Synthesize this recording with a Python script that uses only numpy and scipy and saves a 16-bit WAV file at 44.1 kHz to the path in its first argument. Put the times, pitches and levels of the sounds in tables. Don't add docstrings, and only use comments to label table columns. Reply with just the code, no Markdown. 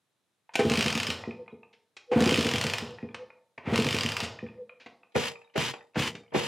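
import sys
import numpy as np
from scipy import signal
from scipy.fft import rfft, irfft
from scipy.io import wavfile
from scipy.ndimage import uniform_filter1d

SR = 44100
rng = np.random.default_rng(int(sys.argv[2]) if len(sys.argv) > 2 else 0)


def digitize_waveform(pressure):
    field = np.atleast_2d(pressure).T
    bounded = np.clip(field, -1, 1)
    quanta = np.round(bounded * 32767).astype(np.int16)
    wavfile.write(sys.argv[1], SR, quanta)


N = 285621


def amp(db):
    return 10 ** (np.asarray(db) / 20)


def evened(x):
    return x / np.sqrt(np.mean(x ** 2) + 1e-20)


def read(points, hz):
    f, value = np.transpose(points)
    return np.interp(np.log(hz + 1), np.log(f + 1), value)


def seconds(length):
    return np.arange(int(length * SR)) / SR


def add(mix, s, sound):
    part = mix[max(round(s * SR), 0):][:len(sound)]
    part += sound[:len(part)]


def colour(x, points, tilt_db=0, size=2048):
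    hz = abs(np.fft.fftfreq(size, 1 / SR))
    log_gain = np.log(amp(read(points, hz) + tilt_db * np.log2(1 + hz / 700)))
    impulse = np.fft.ifft(np.exp(np.conj(signal.hilbert(log_gain)))).real
    return signal.oaconvolve(x, impulse / np.linalg.norm(impulse))[:len(x)]


# pitch_hz, level_db (relative), t60_s
PIPE_MODES = [(90.5, -19.5, 0.24), (113, -12.5, 0.45), (139.3, -16.5, 0.14), (171.4, -11, 0.4),
              (210.6, -2, 0.1), (241.2, 1, 0.11), (296, -15, 0.098), (333.2, -4, 0.11), (408.5, -6.5, 0.21),
              (468.8, -6.5, 0.55), (489, -2.5, 0.11), (679.5, -19.5, 0.17), (804, -17, 0.09)]
# start_s, level_db (before the trim), tilt_db_per_octave
PISTON_SHOVES = [(.591, -15, 9.5), (1.273, -29.5, -0.5), (1.525, -41.5, 1), (2.115, -21.5, 14),
                 (3.027, -30.5, -1), (3.671, -26.5, -7.5), (4.426, -31.5, -1), (4.863, -49.5, 5.5),
                 (5.154, -26, -7.5), (5.163, -25, 8), (5.556, -25, 18), (5.575, -28, -7), (5.966, -21, -3),
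                 (5.995, -25.5, -4.5), (6.066, -35, -3), (6.146, -40, 0.5), (6.207, -51, -1),
                 (6.345, -21.5, 7), (6.359, -25, -2)]


def piston(trim_db=3, stagger=-1.23, opening_time=0.0035, echo_db=-6, echo_delay=.0138, rush_db=-14):
    out, t = np.zeros(N), seconds(.5)
    hz, mode_db, t60 = np.transpose(PIPE_MODES)[:, :, None]
    lag = stagger * np.arange(len(PIPE_MODES))[:, None]
    opening = 1 - np.exp(-t / opening_time)
    for s, db, tilt_db in [*PISTON_SHOVES, *coasting_puffs()]:
        pull = 1 + .06 * rng.standard_normal(hz.shape) * np.exp(-t / .025)
        phase = 2 * np.pi * np.cumsum(hz * pull, axis=1) / SR + lag
        modes = amp(-60 * t / t60) * np.sin(phase)
        share = amp(mode_db + tilt_db * np.log2(hz / hz.mean()))
        tone = (modes * share).sum(0) / np.linalg.norm(share)
        puff = amp(db + trim_db) * opening * (tone + amp(rush_db) * rush(t))
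        add(out, s, puff)
        add(out, s + echo_delay, amp(echo_db) * puff)
    return out


# first_turn_s, first_speed_turns_per_s, puff_level_db,
# tooth_level_db, full_whirr_s, whirr_level_db
LONG_KICKS = [(.648, 17.22, -17.8, -22.6, .635, -35), (2.158, 20.85, -18, -22.3, 2.21, -33.3),
              (3.7225, 16.62, -17.5, -23.4, 3.76, -34.5)]
FRICTION_TURNS_PER_S2 = 26.5
PUFF_FULL_SPEED, PUFF_DB_PER_SPEED = 18.6, 0.92
PUFF_TILT_DB, PUFF_TILT_PER_SPEED, PUFF_TILT_SCATTER_DB = -1.56, 0.2, 1.8


def coasting_puffs():
    for start, speed, db, *_ in LONG_KICKS:
        scatter = rng.standard_normal(size=16)
        turns = int(speed ** 2 / (2 * FRICTION_TURNS_PER_S2)) + 1
        for turn in range(min(turns, len(scatter))):
            now = np.sqrt(speed ** 2 - 2 * FRICTION_TURNS_PER_S2 * turn)
            slower = PUFF_FULL_SPEED - now
            when = start + (speed - now) / FRICTION_TURNS_PER_S2
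            tilt_db = PUFF_TILT_DB - PUFF_TILT_PER_SPEED * slower + PUFF_TILT_SCATTER_DB * scatter[turn]
            yield when, db - PUFF_DB_PER_SPEED * slower, tilt_db


def rush(t, low_hz=260, high_hz=423, decay=0.018):
    band = signal.butter(2, [low_hz, high_hz], "bandpass", fs=SR)
    noise = signal.lfilter(*band, rng.standard_normal(len(t)))
    return evened(noise) * np.exp(-t / decay)


# pitch_hz, level_db
RATCHET_COLOUR = [(150, -39.5), (500, -11.5), (750, -9.5), (1200, -3.5), (1500, -7.5), (2000, -1.5),
                  (2550, 2.5), (3100, -0.5), (3700, -6.5), (5000, -6.5), (7500, -14.5), (11000, -23.5),
                  (16000, -34)]


def ratchet(decay=0.0023, clink_db=-9, rattle_db=-13, rattle_decay=0.017, trim_db=0.5, scatter_db=1.5):
    out = np.zeros(N)
    for (_, _, _, tooth_db, _, _), slip in zip(LONG_KICKS, RATCHET_SLIP):
        for s in tooth_times(slip):
            db = tooth_db + scatter_db * rng.standard_normal()
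            ring = amp(clink_db) * clink(.004, count=28)
            rattle = amp(rattle_db) * chatter(rattle_decay)
            add(out, s, amp(db + trim_db) * (chatter(decay) + ring + rattle))
    return case(colour(out, RATCHET_COLOUR), ring_db=-14.5)


# time_s, slip_teeth_per_s
RATCHET_SLIP = [
    [(0.698, 49.9), (0.819, 60.0), (0.925, 39.9), (0.992, 41.5), (1.032, 25.9), (1.114, 31.2)],
    [(2.205, 55.2), (2.367, 62.5), (2.512, 39.8), (2.552, 48.8), (2.592, 31.3), (2.632, 38.9),
     (2.795, 16.0)],
    [(3.758, 54.4), (3.812, 41.7), (3.943, 53.9), (4.043, 35.8), (4.095, 37.5), (4.135, 17.2),
     (4.213, 34.1)],
]


def tooth_times(slip):
    at, rate = np.transpose(slip)
    t = at[0] + seconds(at[-1] - at[0])
    passed = np.cumsum(np.interp(t, at, rate)) / SR
    return np.interp(np.arange(passed[-1]), passed, t)


def chatter(decay, rise_share=0.13):
    t = seconds(.15) / decay
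    shape = np.exp(-t) * (1 - np.exp(-t / rise_share))
    burst = evened(shape * np.tanh(rng.standard_normal(len(t))))
    return burst * np.sqrt(np.mean(np.exp(-2 * t)))


def clink(decay, count):
    t = seconds(.15)
    hz = np.geomspace(1500, 14000, count)[:, None] * rng.uniform(.92, 1.08, (count, 1))
    level = np.sqrt(hz / hz.mean()) * rng.standard_normal((count, 1))
    partials = level * np.sin(2 * np.pi * (hz * t + rng.random((count, 1))))
    return evened(partials.sum(0)) * np.exp(-t / decay) * (1 - np.exp(-t / .0005))


# pitch_hz, level_db (relative), t60_s (held to .28 at most)
CASE_MODES = [(907.2, -11.5, 0.28), (1207, -19, 0.089), (1754, -10.5, 0.12), (1860, -15.5, 0.13),
              (2530, -22.5, .2), (2850, -59.5, .2), (3054, -17.5, 0.36), (3160, -30, 0.6),
              (4760, -11.5, 0.11)]


def case(x, ring_db):
    t = seconds(.5)
    ring = np.zeros(len(t))
    for hz, db, t60 in CASE_MODES:
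        mode = amp(-60 * t / min(t60, .28)) * np.cos(2 * np.pi * hz * t)
        ring += amp(db) * evened(mode)
    return x + amp(ring_db) * signal.oaconvolve(x, ring / np.sqrt(len(t)))[:N]


# pitch_hz, level_db
GEAR_COLOUR = [(50, -33.5), (100, 19.5), (250, 0.5), (480, 10.5), (650, 5), (1400, 2.5), (2000, -5),
               (3000, 4), (3800, -1.5), (5200, -9), (8400, -13.5), (16000, -28)]
WHIRR_FULL_SLIP, WHIRR_DB_PER_SLIP = 58.5, 0.18
WHIRR_RISE_S, WHIRR_HOLD_S, WHIRR_FALL_DB_PER_S = 0.055, 0.019, 116


def gears(trim_db=-2, treble_hz=6500, treble_fall=1.8):
    t, body, treble = np.arange(N) / SR, np.zeros(N), np.zeros(N)
    for (*_, full_at, whirr_db), slip in zip(LONG_KICKS, RATCHET_SLIP):
        at, rate = np.transpose(slip)
        db = whirr_db + WHIRR_DB_PER_SLIP * (np.interp(t, at, rate) - WHIRR_FULL_SLIP)
        rise = np.exp(-(np.minimum(t - full_at, 0) / WHIRR_RISE_S) ** 2)
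        fall_db = WHIRR_FALL_DB_PER_S * np.maximum(t - at[-1] - WHIRR_HOLD_S, 0)
        body += rise * amp(db - fall_db)
        treble += rise * amp(db - treble_fall * fall_db)
    contacts = grains(per_s=1500, spread_db=3.5, smooth=0.64)
    low = signal.sosfiltfilt(signal.butter(4, treble_hz, fs=SR, output="sos"), contacts)
    high = contacts - low
    return case(colour(amp(trim_db) * (body * low + treble * high), GEAR_COLOUR), ring_db=-26)


def grains(per_s, spread_db, smooth):
    size = amp(spread_db * np.minimum(rng.exponential(1, N), 4))
    hits = size * (rng.random(N) < per_s / SR) * rng.choice([-1, 1], N)
    return evened(evened(hits) + smooth * rng.standard_normal(N))


# start_s, level_db (before the trim), tilt_db_per_octave, decay_s
LEVER_CLACKS = [(.536, -38, 3, .011), (.554, -16.5, -1, 0.0036), (.589, -24.5, -3, 0.013),
                (1.728, -54.5, 5.5, .011), (1.966, -40, 3, 0.0055), (2.113, -30, -7, 0.023),
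                (2.155, -28.5, -14.5, 0.045), (3.144, -31.5, -3.5, 0.0042), (3.577, -37.5, -9, 0.0059),
                (3.625, -49, -10.5, 0.05), (3.652, -33, -10.5, 0.055), (3.734, -24, -6.5, 0.011),
                (4.232, -32.5, 3.5, 0.012), (4.797, -50, 2, 0.02), (4.86, -40.5, -5.5, 0.0069),
                (5.12, -60, 7, .0048), (5.152, -23.5, -9.5, 0.0077), (5.538, -52, 0.5, 0.011),
                (5.557, -27.5, -9.5, 0.0078), (5.576, -32, -9, 0.003), (5.737, -32, -5.5, 0.0034),
                (5.944, -46, -2, .012), (5.955, -27.5, -9, 0.01), (6.151, -36, -1, 0.0041),
                (6.319, -40, -15.5, 0.016), (6.344, -26.5, -8.5, 0.013)]
# pitch_hz, level_db
LEVER_COLOUR = [(50, -19.5), (150, -10), (450, -2.5), (800, -0.5), (1300, -3.5), (2500, 5), (3500, -5),
                (6000, -10.5), (10000, -17), (16000, -34)]


def lever(trim_db=1, top_hz=14000):
    out, hardest_db = np.zeros(N), max(row[1] for row in LEVER_CLACKS)
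    for s, db, tilt_db, decay in LEVER_CLACKS:
        edge_hz = np.clip(top_hz * amp((db - hardest_db) / 4), 1000, 18000)
        contact = signal.lfilter(*signal.butter(4, edge_hz, fs=SR), chatter(decay, rise_share=0.56))
        add(out, s, amp(db + trim_db) * colour(contact, LEVER_COLOUR, tilt_db))
    return case(out, ring_db=-27.5)


# start_s, end_s, level_db (before the sag), stereo_width_db
SPED_UP_KICKS = [(5.145, 5.29, -33, -3.5), (5.553, 5.701, -31.5, -6), (5.963, 6.083, -30, -30),
                 (6.333, 6.489, -33.5, -2.5)]
# pitch_hz, level_db
RASP_COLOUR = [(60, -31.5), (130, 0.5), (450, -10.5), (700, -16.5), (900, -3.5), (1400, -8.5), (1800, -6),
               (2400, -3), (3000, -0.5), (3800, -9), (5000, -11.5), (7000, -17), (16000, -36.5)]


def rasp(rise=0.034, release=0.017, sag_db=-18, flutter_db=1.7):
    t, level = np.arange(N) / SR, np.zeros(N)
    for start, end, db, _ in SPED_UP_KICKS:
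        gate = np.clip((t - start) / rise, 0, 1) * np.exp(-np.maximum(t - end, 0) / release)
        level += gate * amp(db + sag_db * np.clip(t - start, 0, 1))
    flutter = amp(flutter_db * evened(uniform_filter1d(rng.standard_normal(N), size=220)))
    return case(colour(level * flutter * rng.standard_normal(N), RASP_COLOUR), ring_db=-20.5)


# start_s, level_db (at the peak)
DRY_TICKS = [(5.164, -13.5), (5.2067, -27), (5.58, -12.5), (5.998, -13.5)]


def ticks():
    out, t = np.zeros(N), seconds(.01) / .000075
    for s, db in DRY_TICKS:
        add(out, s, amp(db) * t * np.exp(1 - t))
    return out


# start_s, level_db, ring_pitch_hz
GEAR_TAPS = [(.492, -46, 900), (1.237, -37, 1950), (1.309, -39.5, 2480), (1.479, -42, 2430),
             (1.631, -51, 2610), (2.985, -42, 1905), (3.026, -46, 2460), (3.088, -48.5, 2410),
             (3.303, -44.5, 2424), (3.578, -38, 2220), (4.389, -39, 1840), (4.464, -42.5, 2420),
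             (4.486, -49, 2480), (4.694, -42.5, 2410), (5.032, -51, 2570), (5.356, -46, 2500),
             (5.416, -50.5, 2590), (5.808, -49, 1860)]
# pitch_hz, level_db
TAP_COLOUR = [(150, -35.5), (600, 1), (1000, 2.5), (1450, -2), (1900, -6), (2150, 1), (2480, 6.5),
              (2950, -12.5), (4000, -19.5), (6000, -50.5), (12000, -69)]


def taps(decay=0.003, ring_time=0.002):
    scrapes, rings, t = np.zeros(N), np.zeros(N), seconds(.5)
    swell = t / ring_time * np.exp(1 - t / ring_time)
    for s, db, hz in [*GEAR_TAPS, *settling_taps()]:
        add(scrapes, s, amp(db) * chatter(decay))
        add(rings, s, amp(db) * swell * np.sin(2 * np.pi * hz * t))
    return case(colour(scrapes, TAP_COLOUR), ring_db=-7.0) + rings


SETTLE_DB, SETTLE_FALL_DB_PER_S = -50, 71.5
SETTLE_FROM_S, SETTLE_UNTIL_S = .04, 0.24
SETTLE_LOW_HZ, SETTLE_HIGH_HZ = 1700, 3890


def settling_taps(count=4):
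    stops = [start + speed / FRICTION_TURNS_PER_S2 for start, speed, *_ in LONG_KICKS]
    stops += [end for _, end, *_ in SPED_UP_KICKS]
    for stop in stops:
        for when, pitch in rng.random((count, 2)):
            wait = SETTLE_FROM_S + when * (SETTLE_UNTIL_S - SETTLE_FROM_S)
            hz = SETTLE_LOW_HZ + pitch * (SETTLE_HIGH_HZ - SETTLE_LOW_HZ)
            yield stop + wait, SETTLE_DB - SETTLE_FALL_DB_PER_S * wait, hz


# loudest_s, level_db (before the trim), swell_s, pitch_hz (at the loudest, before the waver)
HOOTS_AND_THUMPS = [(.613, -32, .02, 500), (1.415, -40, .022, 497), (2.138, -28, 0.021, 500),
                    (2.921, -45, 0.037, 495), (3.224, -40.5, 0.027, 505), (4.617, -39.5, 0.026, 497),
                    (4.726, -52.5, .013, 500), (5.167, -22.5, 0.0076, 480), (5.562, -35, 0.0049, 470),
                    (6.359, -29, .01, 470)]


def hoots(trim_db=2, bend=0.015, fade_share=.68):
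    t, out = np.arange(N) / SR, np.zeros(N)
    waver = .03 * evened(uniform_filter1d(rng.standard_normal(N), size=200))
    for s, db, swell, hz in HOOTS_AND_THUMPS:
        width = np.where(t < s, swell, fade_share * swell)
        flow = np.exp(-.5 * ((t - s) / width) ** 2)
        pitch = hz * (1 + bend * (flow - 1) + waver)
        out += amp(db + trim_db) * flow * np.sin(2 * np.pi * np.cumsum(pitch) / SR)
    return out


def loose_parts(motion, settle=0.021, level_db=-17):
    keep = np.exp(-1 / (settle * SR))
    shake = np.sqrt(signal.lfilter([1 - keep], [1, -keep], motion ** 2))
    contacts = grains(per_s=110, spread_db=3, smooth=0)
    rattle = signal.oaconvolve(contacts, chatter(0.0029))[:N]
    return amp(level_db) * shake * evened(colour(rattle, LEVER_COLOUR))


# pitch_hz, t60_s (before the length scaling)
GARAGE_DECAY = [(100, 0.46), (500, 0.75), (1000, 0.52), (2500, 0.29), (5000, 0.49), (9000, 0.2),
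                (16000, 0.14)]


def garage(x, length=1, gap=0.0028, count=12):
    echoes = np.zeros(SR)
    at = np.arange(0, SR - count, count)
    echoes[at + rng.integers(0, count, len(at))] = rng.choice([-1., 1.], len(at))
    hz, t, bands = signal.stft(echoes, SR, nperseg=256)
    t60 = length * read(GARAGE_DECAY, hz)[:, None]
    tail = signal.istft(bands * amp(-60 * t / t60), SR, nperseg=256)[1]
    tail *= np.clip(np.arange(len(tail)) / SR / gap - 1, 0, 1)
    return signal.fftconvolve(x, tail / np.linalg.norm(tail))[:N]


SPED_UP_FROM_S = 5.1


def spread(x, scatter_time=0.0022, treble_db=-7, treble_hz=4500):
    t, width = np.arange(N) / SR, np.zeros(N)
    for start, _, _, width_db in SPED_UP_KICKS:
        width[t > start - .05] = amp(width_db)
    lag = seconds(.02)
    paths = rng.standard_normal(len(lag)) * np.exp(-lag / scatter_time)
    quarter_turns = 1j * np.tanh(2 * evened(rfft(paths).real))
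    scatter = np.fft.fftshift(irfft(quarter_turns, len(lag)))
    scattered = signal.oaconvolve(x, scatter)[len(lag) // 2:][:N]
    treble = signal.lfilter(*signal.butter(2, treble_hz, "highpass", fs=SR), scattered)
    return width * scattered + amp(treble_db) * (t > SPED_UP_FROM_S) * treble


# pitch_hz, level_db
AIR_COLOUR = [(18, -78.5), (30, -28), (118, -3), (2980, -15), (3670, -13), (3980, -12.5), (4420, -19),
              (10500, -20), (16000, -35)]


def background_air(level_db):
    return amp(level_db) * colour(rng.standard_normal(N), AIR_COLOUR)


def scene():
    sped_up = np.arange(N) / SR > SPED_UP_FROM_S
    air, coasting, rasping, hoot = piston(), ratchet() + gears(), rasp(), hoots()
    blows = lever() + taps() + loose_parts(coasting + rasping)
    send = amp(-7.5) * coasting + amp(-25.5) * rasping + amp(-6) * blows
    send += amp(-12.5) * air + amp(-17) * hoot
    echoes = garage(send * ~sped_up) + garage(send * sped_up, length=0.55)
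    engine = coasting + rasping + blows + air + hoot + ticks() + echoes
    mid = engine + background_air(-81)
    side = spread(engine) + background_air(-87)
    return np.array([mid + side, mid - side])


def record(dry):
    thinned = signal.sosfilt(signal.butter(5, 76, "highpass", fs=SR, output="sos"), dry)
    band_limit = signal.firwin(511, 16050, window=("kaiser", 9), fs=SR)
    return signal.oaconvolve(thinned, band_limit[None], "same")


dry = scene()
out = record(dry)
digitize_waveform(out)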